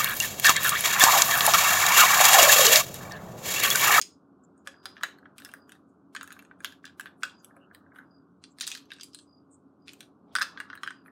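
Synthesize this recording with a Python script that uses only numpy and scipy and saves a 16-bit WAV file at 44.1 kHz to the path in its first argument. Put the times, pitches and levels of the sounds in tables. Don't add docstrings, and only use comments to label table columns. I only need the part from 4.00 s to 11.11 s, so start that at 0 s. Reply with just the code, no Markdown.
import sys
import numpy as np
from scipy import signal
from scipy.fft import rfft, irfft, next_fast_len
from scipy.io import wavfile
from scipy.ndimage import uniform_filter1d, minimum_filter1d

SR = 44100
rng = np.random.default_rng(int(sys.argv[2]) if len(sys.argv) > 2 else 0)


def digitize_waveform(pressure):
    field = np.atleast_2d(pressure).T
    bounded = np.clip(field, -1, 1)
    quanta = np.round(bounded * 32767).astype(np.int16)
    wavfile.write(sys.argv[1], SR, quanta)


N = 313551

# start in seconds, levels in dB of the plate, brick walls, studs
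# and edge tick, then the leading pitch in Hz of the plate and of the walls.
CONTACTS = [(0.0144, -46, -21, -19.5, -29, 1350, 5000), (0.0229, -67, -31, -29, -37.5, 1510, 4200),
            (0.578, -65, -72, -50.5, -85, 1460, 5300), (0.664, -45, -58, -62, -63, 1270, 2400),
            (0.6732, -27.5, -27.5, -33, -43, 1685, 3350), (0.742, -48, -72, -78, -85, 1590, 4020),
            (0.8306, -78, -53, -76, -85.5, 1780, 4930), (0.856, -29, -26, -37.5, -34.5, 1396, 4900),
            (0.9673, -40.5, -43, -60, -68, 1730, 2840), (0.9802, -45, -50, -57, -56.5, 1290, 3910),
            (1.0105, -35.5, -50, -63, -59.5, 1290, 3290), (1.0282, -39, -36, -57, -59.5, 1900, 2320),
            (1.0339, -14, -16, -25.5, -31, 1690, 3100), (1.038, -25, -39, -36, -48, 1890, 3590),
            (1.186, -48.5, -50.5, -53, -51.5, 1580, 4170), (1.2279, -48, -82.5, -86, -85, 1620, 3600),
            (1.2562, -37.5, -52.5, -73, -85, 1670, 3610), (1.382, -45, -35.5, -40.5, -36, 1220, 3200),
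            (1.4002, -47, -47, -50, -47, 1550, 3500), (1.42, -44, -45, -52, -53, 1700, 3840),
            (1.4487, -40, -34.5, -40, -30.5, 1620, 5300), (1.46, -38, -62, -64, -63, 1650, 3920),
            (1.4782, -60, -71, -61, -49.5, 1640, 5170), (1.49, -46.5, -47, -56, -52, 1560, 2720),
            (1.516, -55, -48, -50, -50, 1670, 3150), (1.5379, -31.5, -49, -43.5, -36, 1600, 2700),
            (1.6937, -44.5, -50, -48, -47.5, 1650, 2630), (1.72, -40.5, -45, -47.5, -43.5, 1530, 3210),
            (1.7522, -50.5, -60, -61.5, -55.5, 1750, 3700), (2.1498, -29, -36, -37, -43.5, 1560, 4170),
            (2.1634, -30.5, -32, -37, -48, 1753, 2990), (2.168, -31, -50, -53.5, -62.5, 1516, 3490),
            (2.2106, -29, -37.5, -43, -54, 1610, 2760), (2.2301, -34.5, -47, -39, -35.5, 1410, 3510),
            (2.241, -40, -64, -48, -54, 1500, 3490), (2.2758, -40, -48, -42.5, -44, 1690, 2660),
            (2.305, -38, -49, -49, -55, 1490, 2550), (2.3195, -37, -41.5, -50, -61, 1390, 2600),
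            (2.3255, -60, -43, -44, -37.5, 1340, 3770), (2.365, -42, -79, -85, -85, 1210, 2640),
            (2.3914, -44.5, -42, -49.5, -44.5, 1660, 2700), (2.4242, -48, -69, -49.5, -53.5, 1640, 3420),
            (2.4502, -52.5, -52, -51, -62, 1770, 2490), (2.5121, -38.5, -55, -78, -85, 1440, 2340),
            (2.6046, -41, -51.5, -48, -49.5, 1640, 2370), (2.637, -47, -57, -57, -56, 1460, 3940),
            (2.646, -22, -22.5, -30.5, -27, 1610, 3230), (2.656, -49, -31, -45, -56, 1510, 3520),
            (2.7231, -44, -45, -51, -50, 1680, 3360), (2.8423, -36, -60, -71, -84, 1620, 2900),
            (2.8537, -42.5, -37.5, -43.5, -42, 1680, 3520), (2.8659, -43, -40, -57, -65.5, 1680, 3500),
            (2.8773, -47, -47, -58, -67.5, 1650, 3200), (2.895, -48, -61, -80, -85, 1650, 3600),
            (2.9969, -27.5, -37, -39, -32.5, 1640, 3070), (3.0092, -41, -38.5, -42, -40, 1650, 2650),
            (3.0579, -33, -42, -57.5, -48.5, 1570, 2830), (3.065, -35.5, -48.5, -63.5, -65, 1580, 3600),
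            (3.0709, -39.5, -47.5, -64, -62.5, 1554, 3430), (3.224, -40, -52, -69, -68, 1960, 2360),
            (3.2332, -19.5, -22.5, -28, -33.5, 1502, 2774), (3.2516, -41, -45, -49, -44.5, 1310, 3530),
            (3.2966, -52, -43, -69, -83, 1250, 3500), (3.4459, -52.5, -48, -43, -37, 1560, 3260),
            (3.508, -50.5, -84.5, -76, -69.5, 1590, 3450), (3.566, -46, -56.5, -57, -50.5, 1300, 2370),
            (3.7118, -44.5, -68, -79, -85, 1580, 2340), (3.7479, -42.5, -44, -48.5, -44, 1770, 3920),
            (3.864, -52.5, -84.5, -85, -85, 1580, 2900), (3.919, -50.5, -75, -82.5, -85, 1540, 3570),
            (3.9598, -44, -49.5, -61.5, -68.5, 1530, 2940), (3.9862, -37.5, -49, -57, -51, 1540, 3790),
            (4.4396, -50, -35.5, -42.5, -80, 1870, 4100), (4.5856, -47, -40.5, -43, -51, 1960, 4200),
            (4.6, -55, -39, -36, -45.5, 1750, 4000), (4.6092, -35, -22.5, -25, -36, 1970, 4730),
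            (4.613, -41, -21.5, -32, -35.5, 1870, 4670), (4.621, -45, -36, -29, -36, 1750, 4170),
            (4.6289, -37, -40, -40, -43, 1760, 4120), (4.6681, -49, -25, -32, -33.5, 1580, 4430),
            (4.6762, -32.5, -22, -20.5, -28, 1700, 5250), (4.686, -53, -36, -38, -39.5, 1610, 4600),
            (4.703, -57, -36, -35, -39.5, 1630, 3980), (4.7161, -47, -24.5, -32, -38.5, 1770, 2540),
            (4.7426, -48, -47, -50, -48.5, 1500, 3830), (4.7507, -36.5, -28.5, -37, -39.5, 1840, 4240),
            (4.7743, -52, -35.5, -45, -46, 1690, 3970), (4.856, -67, -59, -50.5, -55.5, 1420, 4590),
            (4.9048, -50, -41, -59, -62, 1640, 2660), (4.9181, -34, -33, -51, -48, 1580, 3600),
            (4.9349, -62, -42, -44, -52.5, 1590, 4440), (4.964, -67, -49, -54, -82, 1150, 2730),
            (4.9853, -51, -46, -56, -73, 1640, 2720), (4.9978, -46, -40.5, -56, -69, 1360, 4550),
            (5.0104, -58, -31.5, -37, -52, 1800, 4770), (5.033, -68, -34.5, -34.5, -41, 1620, 4840),
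            (5.042, -84, -53, -42, -44, 1150, 5070), (5.0609, -72, -57, -53, -55, 1250, 4390),
            (5.1336, -81, -44.5, -56, -79, 1430, 5000), (5.1468, -48.5, -33.5, -34, -48, 1650, 4140),
            (5.1888, -56, -42, -47, -60.5, 1470, 4250), (5.8748, -53, -45, -59, -55, 1346, 2900),
            (5.8809, -50.5, -34.5, -48, -53, 1430, 2670), (5.8917, -52.5, -34.5, -48, -55, 2000, 3020),
            (5.934, -50, -43.5, -42, -41, 1960, 2660), (6.0064, -47.5, -34.5, -36.5, -41.5, 1520, 2700),
            (6.0288, -53.5, -43.5, -54.5, -56.5, 1510, 3650), (6.353, -15, -21.5, -23, -31.5, 1502, 3410),
            (6.3619, -18.5, -19, -34, -37.5, 1500, 4580), (6.368, -37, -46, -43, -44, 1530, 3330),
            (6.3854, -19, -29, -36, -47, 1610, 5000), (6.3961, -25, -40, -41, -38, 1660, 3170),
            (6.4095, -21, -52, -53, -53, 1480, 4080), (6.414, -15.5, -19, -35, -46, 1600, 4400),
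            (6.4191, -15.5, -16.5, -30, -35.5, 1590, 4420), (6.4261, -19.5, -23, -32.5, -33.5, 1340, 2640),
            (6.4367, -35, -42, -52, -61.5, 1660, 3100), (6.5743, -29.5, -37, -54, -68.5, 1610, 3380),
            (6.6019, -24, -35, -42, -45.5, 1660, 2810), (6.611, -43, -53, -50, -60, 1350, 2300),
            (6.701, -30.5, -40.5, -59, -73, 1510, 2730), (6.7298, -33, -43.5, -67, -85, 1500, 3900),
            (6.7532, -35.5, -48, -47, -43, 1485, 3070), (6.7752, -38, -42.5, -53, -67, 1690, 4000),
            (6.8334, -21.5, -27.5, -37.5, -44.5, 1513, 3190), (6.863, -33, -57, -58, -65, 1660, 5100),
            (6.871, -48, -48, -49, -57.5, 1590, 3220), (6.8754, -22.5, -31, -52, -48.5, 1645, 3140),
            (6.906, -30, -37.5, -46, -55, 1520, 3150), (7.06, -43, -54, -63.5, -62, 1465, 2380),
            (7.0812, -42.5, -76, -58, -67, 1770, 2720)]


def amp(db):
    return 10 ** (np.asarray(db) / 20)


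def unit(x):
    return x / np.sqrt(np.mean(x ** 2) + 1e-20)


def along(points, hz):
    point_hz, values = np.transpose(points)
    return np.interp(np.log(hz + 1), np.log(point_hz + 1), values)


def filtered(x, response):
    size = next_fast_len(N + SR // 4)
    return irfft(rfft(x, size) * response(np.fft.rfftfreq(size, 1 / SR)), size)[..., :N]


def noise(response):
    return unit(filtered(rng.standard_normal(N), response))


def band(centre_hz, width_hz):
    return lambda hz: np.exp(-2 * ((hz - centre_hz) / width_hz) ** 2)


def grain(depth_db):
    return unit(amp(depth_db * unit(uniform_filter1d(rng.standard_normal(N), size=120))))


def hum_and_hiss():
    # frequency in Hz, relative level in dB.
    hum_colour = [(18, -93.5), (30, -69.5), (76, -18), (146, -9.5), (180, -10), (211, -10.5), (270, -2.5),
                  (482, -19), (923, -27.5), (1060, -18.5), (1180, -20), (1510, -30.5), (2000, -76.5),
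                  (2600, -101), (4400, -120)]
    hiss_colour = [(1200, -39.5), (1800, -1), (4000, -1), (9000, -3), (17000, -10)]
    # centre in Hz, width in Hz, relative level in dB.
    hum_tones = [(90.86, 13, -10.5), (178.5, 2.7, -6.5), (277, 14, 1.5), (308, 3.4, -13),
                 (373.9, 4.7, -7.5), (418, 24, -7.5)]
    tone_power = lambda hz: sum(amp(db) ** 2 * band(centre, width)(hz) ** 2 / width
                                for centre, width, db in hum_tones)
    hum = amp(-61.5) * noise(lambda hz: amp(along(hum_colour, hz)))
    tones = amp(-64) * noise(lambda hz: np.sqrt(tone_power(hz)))
    hiss = amp(-69) * noise(lambda hz: amp(along(hiss_colour, hz)))
    return hum + tones + hiss


def palms():
    # time in seconds, level in dB.
    fader = [(0, -72.5), (.5, -68), (.85, -70.5), (1.1, -66.5), (1.6, -66), (2, -71.5), (2.4, -68.5),
             (2.85, -72.5), (3.15, -68), (4, -67), (4.4, -76), (5, -76.5), (5.9, -69), (6.35, -67),
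             (7.11, -72.5)]
    level = amp(np.interp(np.arange(N) / SR, *np.transpose(fader)))
    waver = lambda: amp(1.5 * noise(band(0, 8.5)))
    deep = amp(0.8) * waver() * noise(band(200, 58))
    grainy = waver() * grain(depth_db=1) * noise(band(610, 610))
    return level * (deep + grainy)


def pile_rustle():
    # time in seconds, low layer in dB, high layer in dB.
    faders = [(0, -76.5, -85), (.6, -73, -102), (.8, -64.5, -77.5), (1.05, -63.5, -70),
              (1.25, -70.5, -95.5), (1.55, -64, -91.5), (1.8, -74, -98.5), (2.18, -76, -96.5),
              (2.3, -62, -73), (2.5, -72, -92), (3.1, -73, -95), (3.3, -69.5, -77.5), (3.6, -66, -86.5),
              (4.1, -70, -98.5), (4.5, -79, -104), (4.7, -64, -71.5), (4.9, -75, -77), (5.3, -82, -95),
              (6.3, -76, -94), (6.48, -55.5, -70.5), (6.7, -61, -78), (7.11, -70, -84.5)]
    # frequency in Hz, relative level in dB.
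    grit = [(2000, -31), (3000, 3), (5000, 3), (9000, -10.5), (15000, -16)]
    times, low_db, high_db = np.transpose(faders)
    t = np.arange(N) / SR
    low = grain(depth_db=2.5) * noise(band(1300, 600))
    high = grain(depth_db=1.0) * noise(lambda hz: amp(along(grit, hz)))
    return low * amp(np.interp(t, times, low_db)) + high * amp(np.interp(t, times, high_db))


def plastic_ring(modes, lead_hz, attack_s, detune, crack_db, scatter_db=3, fade_db_per_octave=8):
    hz, db, t60 = np.transpose(modes)[..., None]
    lead_hz = lead_hz[:, None, None]
    chance = rng.standard_normal((len(CONTACTS), 3, len(modes), 1))
    t = np.arange(SR // 25) / SR
    octaves_away = np.abs(np.log2(hz / lead_hz))
    nearest = octaves_away == octaves_away.min(axis=1, keepdims=True)
    pitch = np.where(nearest, lead_hz, hz * (1 + detune * chance[:, 0]))
    favour_db = 5 * np.exp(-(np.log(pitch / lead_hz) / .06) ** 2) - fade_db_per_octave * octaves_away
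    phase = 2 * np.pi * pitch * t + 0.91 * chance[:, 2]
    envelope = amp(db + favour_db + scatter_db * chance[:, 1] - 60 * t / t60)
    ring = np.sum(envelope * np.sin(phase), axis=1) * (1 - np.exp(-t / attack_s))
    ring /= np.abs(ring).max(axis=1, keepdims=True)
    crack = amp(-60 * t / .003) * rng.standard_normal(ring.shape)
    return ring + amp(crack_db) * crack / np.linalg.norm(crack, axis=1, keepdims=True)


def room_response(early_db, early_t60, tail_db, tail_t60):
    t = np.arange(SR // 4) / SR
    decay = lambda t60: amp(-60 * t / t60) * (1 - np.exp(-t / 0.0033))
    layer = lambda db, t60: amp(db) * decay(t60) / np.linalg.norm(decay(t60))
    envelope = np.hypot(layer(early_db, early_t60), layer(tail_db, tail_t60))
    response = rng.standard_normal((len(CONTACTS), len(t))) * envelope
    response[:, 0] = 1
    return response


def at_contacts(sounds):
    track = np.zeros(N + SR)
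    for (start, *_), sound in zip(CONTACTS, sounds):
        track[round(start * SR):][:len(sound)] += sound
    return track[:N]


def brick_clicks():
    # pitch in Hz, relative level in dB, seconds to fall by 60 dB.
    plate = [(1270, -5, 0.021), (1430, -5.5, 0.016), (1530, -0.5, 0.02), (1690, 1.5, 0.017),
             (1870, -6.5, 0.014), (2150, -10, 0.014)]
    walls = [(2490, -6, 0.017), (2800, -10, 0.03), (3316, 0.5, 0.0076), (3600, -3, 0.009),
             (3920, 1.5, 0.0073), (4600, -5, 0.0084), (4840, -8.5, 0.023), (5190, -9.5, 0.0099)]
    studs = [(5860, -5.5, 0.0062), (6700, -0.5, 0.0085), (7300, -1.5, .008), (8090, 0.5, 0.0085),
             (8350, 1, 0.0062), (9140, 3, 0.011)]
    edges = [(10480, 2.5, 0.0053), (11330, -4.5, 0.0066), (11760, -3.5, .005), (12870, 4, 0.0021),
             (14700, -4, 0.0033)]
    # low cut in Hz, high cut in Hz, contact time in seconds.
    ranges = [(985, 2315, 0.00037), (2000, 6340, 0.00013), (5140, 9800, 0.00022), (9400, 42000, 0.000058)]
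    # early reflections in dB, their 60 dB decay in seconds,
    # then the same pair for the tail.
    room = [(-7.5, 0.04, -10, 0.24), (-4, .05, -7.5, 0.28), (-6.5, 0.026, -9.5, 0.23),
            (-5.5, 0.03, -12.5, 0.34)]
    # start in seconds, leading pitch of its studs in Hz.
    in_hand = [(0, 6650), (1.3, 8000), (1.5, 9200), (1.6, 7900), (2.1, 6700), (2.65, 5950), (2.95, 7900),
               (3.6, 8900), (4.59, 5950), (4.65, 7900), (4.7, 6000), (5.02, 8600), (5.98, 5850),
               (6.3, 8600)]
    starts, *levels_db, plate_hz, walls_hz = np.transpose(CONTACTS)
    held_since, held_hz = np.transpose(in_hand)
    studs_hz = held_hz[np.searchsorted(held_since, starts) - 1]
    edge_hz = rng.choice(np.array(edges)[:, 0], size=len(starts))
    parts = [(plate, plate_hz, .015, 13), (walls, walls_hz, .04, 10.5),
             (studs, studs_hz, .04, 12), (edges, edge_hz, .04, 8)]
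    track = np.zeros(N)
    for k, (modes, lead_hz, detune, crack_db) in enumerate(parts):
        low_hz, high_hz, contact_s = ranges[k]
        rings = plastic_ring(modes, lead_hz, contact_s, detune, crack_db)
        in_room = signal.fftconvolve(rings, room_response(*room[k]), axes=1)
        passband = signal.butter(3, [low_hz, min(high_hz, SR / 2.2)], "bandpass", fs=SR, output="sos")
        track += signal.sosfilt(passband, at_contacts(amp(levels_db[k])[:, None] * in_room))
    return track


def finger_scuffs():
    # midpoint and length in seconds, centre and width in Hz, level in dB.
    strokes = [(0.445, .03, 7000, 1210, -64.5), (0.6, .07, 7000, 900, -72),
               (0.97, .063, 11000, 4000, -70.5), (1.46, 0.17, 11000, 4860, -70),
               (1.9, .1, 7500, 5000, -69.5), (3.32, .14, 1100, 500, -61.5), (3.404, .073, 6700, 1500, -67),
               (3.2, .12, 9600, 5030, -69), (3.63, .12, 2800, 400, -70), (3.974, .12, 9400, 9050, -65),
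               (3.987, .2, 1420, 910, -59), (4.515, .06, 7200, 1510, -68), (4.639, .051, 4500, 3500, -40.5),
               (4.721, .2, 5000, 5000, -45.5), (5.202, .16, 8200, 1500, -65.5),
               (5.535, .087, 7920, 1990, -61), (5.904, .12, 6000, 8000, -62.5), (7, 0.13, 2710, 616, -74.5),
               (6.315, .14, 3520, 3070, -66), (7.068, .06, 11100, 3800, -66.5)]
    track, roughness = np.zeros(N), grain(depth_db=2.0)
    hz = np.fft.rfftfreq(SR // 4, 1 / SR)
    for middle, length, centre, width, db in strokes:
        n = int(length * SR)
        spectrum = rfft(rng.standard_normal(SR // 4)) * band(centre, width)(hz)
        track[int(middle * SR) - n // 2:][:n] += amp(db) * unit(irfft(spectrum))[:n] * np.hanning(n)
    return track * roughness


def cricket(pitch_hz=4870, sink_hz_per_s=500, wing_hz=55):
    # midpoint in seconds, length in seconds, level in dB.
    trills = [(.79, 0.29, -69), (1.603, 0.31, -71), (3.37, 0.24, -67), (4.14, 0.29, -69.5),
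              (5.341, 0.27, -67.5), (5.851, .18, -71), (6.97, 0.26, -71)]
    track, t = np.zeros(N), np.arange(N) / SR
    for middle, length, db in trills:
        offset = t - middle
        swell = np.cos(np.pi * np.clip(offset / length, -.5, .5)) ** 2
        tone = np.sin(2 * np.pi * (pitch_hz * offset - sink_hz_per_s / 2 * offset ** 2))
        track += amp(db) * swell * tone
    wing_strokes = 1 + 0.58 * np.sin(2 * np.pi * wing_hz * t)
    blur = 1 + 0.38 * noise(band(0, 200))
    return wing_strokes * blur * track


def board_knocks():
    # pitch in Hz, relative level in dB, seconds to fall by 60 dB.
    modes = [(547, -3, 0.25), (686, 3, 0.057), (770, -2, 0.11), (990, -3, .07)]
    # start in seconds, relative strength in dB.
    presses = [(0.671, -49), (0.856, -51.5), (1.034, -36.5), (1.538, -57), (2.149, -53.5), (2.645, -48),
               (2.996, -66.5), (3.232, -47.5), (3.565, -49.5), (3.985, -65), (6.352, -48.5), (6.418, -40.5),
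               (6.601, -54.5), (6.832, -54.5)]
    track, t = np.zeros(N + SR), np.arange(SR // 4) / SR
    hz, db, t60 = np.transpose(modes)[..., None]
    attack = 1 - np.exp(-t / 0.0012)
    for start, press_db in presses:
        envelope = amp(press_db - 7.5 + db + rng.normal(0, 3.7, db.shape) - 60 * t / t60)
        knock = np.sum(envelope * np.sin(2 * np.pi * hz * t), axis=0)
        track[round(start * SR):][:len(t)] += attack * knock
    return track[:N]


def scene():
    building = brick_clicks() + board_knocks() + pile_rustle() + finger_scuffs() + palms()
    return (building + cricket() + hum_and_hiss())[None]


def noise_suppressor(x, band_threshold_db=6, wide_threshold_db=5, knee_db=2, release_s=.03):
    # frequency in Hz, gain in dB.
    closed_curve = [(1100, -1.5), (1500, -1), (1900, -24.5), (5000, -27), (16000, -32)]
    hz, t, spectra = signal.stft(x, SR, nperseg=1024, noverlap=768)
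    power = uniform_filter1d(np.abs(spectra) ** 2, size=11, axis=0)
    power = uniform_filter1d(power, size=3, axis=1)
    floor = np.percentile(power[:, ::4], 20, axis=1, keepdims=True)
    rise_db = 10 * np.log10(np.abs(power) / floor + 1e-9)
    wide_db = uniform_filter1d(rise_db, size=110, axis=0)
    held_db = -minimum_filter1d(-wide_db, size=9, origin=2, axis=1)
    over_db = np.maximum(rise_db - band_threshold_db, 0.48 * held_db + .4 * rise_db - wide_threshold_db)
    opened = 1 / (1 + np.exp(-np.clip(over_db / knee_db, -30, 30)))
    linger = np.exp(-t[1] / release_s)
    opened = np.maximum(opened, signal.lfilter([1 - linger], [1, -linger], opened, axis=1))
    gain = amp(along(closed_curve, hz)[:, None] * (1 - opened))
    return signal.istft(spectra * gain, SR, nperseg=1024, noverlap=768)[1][:N]


def record(dry):
    # frequency in Hz, gain in dB.
    microphone = [(42, -6), (60, 0.5), (15800, 0), (16100, -13), (16800, -17.5)]
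    gated = noise_suppressor(dry[0])[None]
    return filtered(gated, lambda hz: amp(along(microphone, hz)) * (hz < 16900))


dry = scene()
out = record(dry)
digitize_waveform(out)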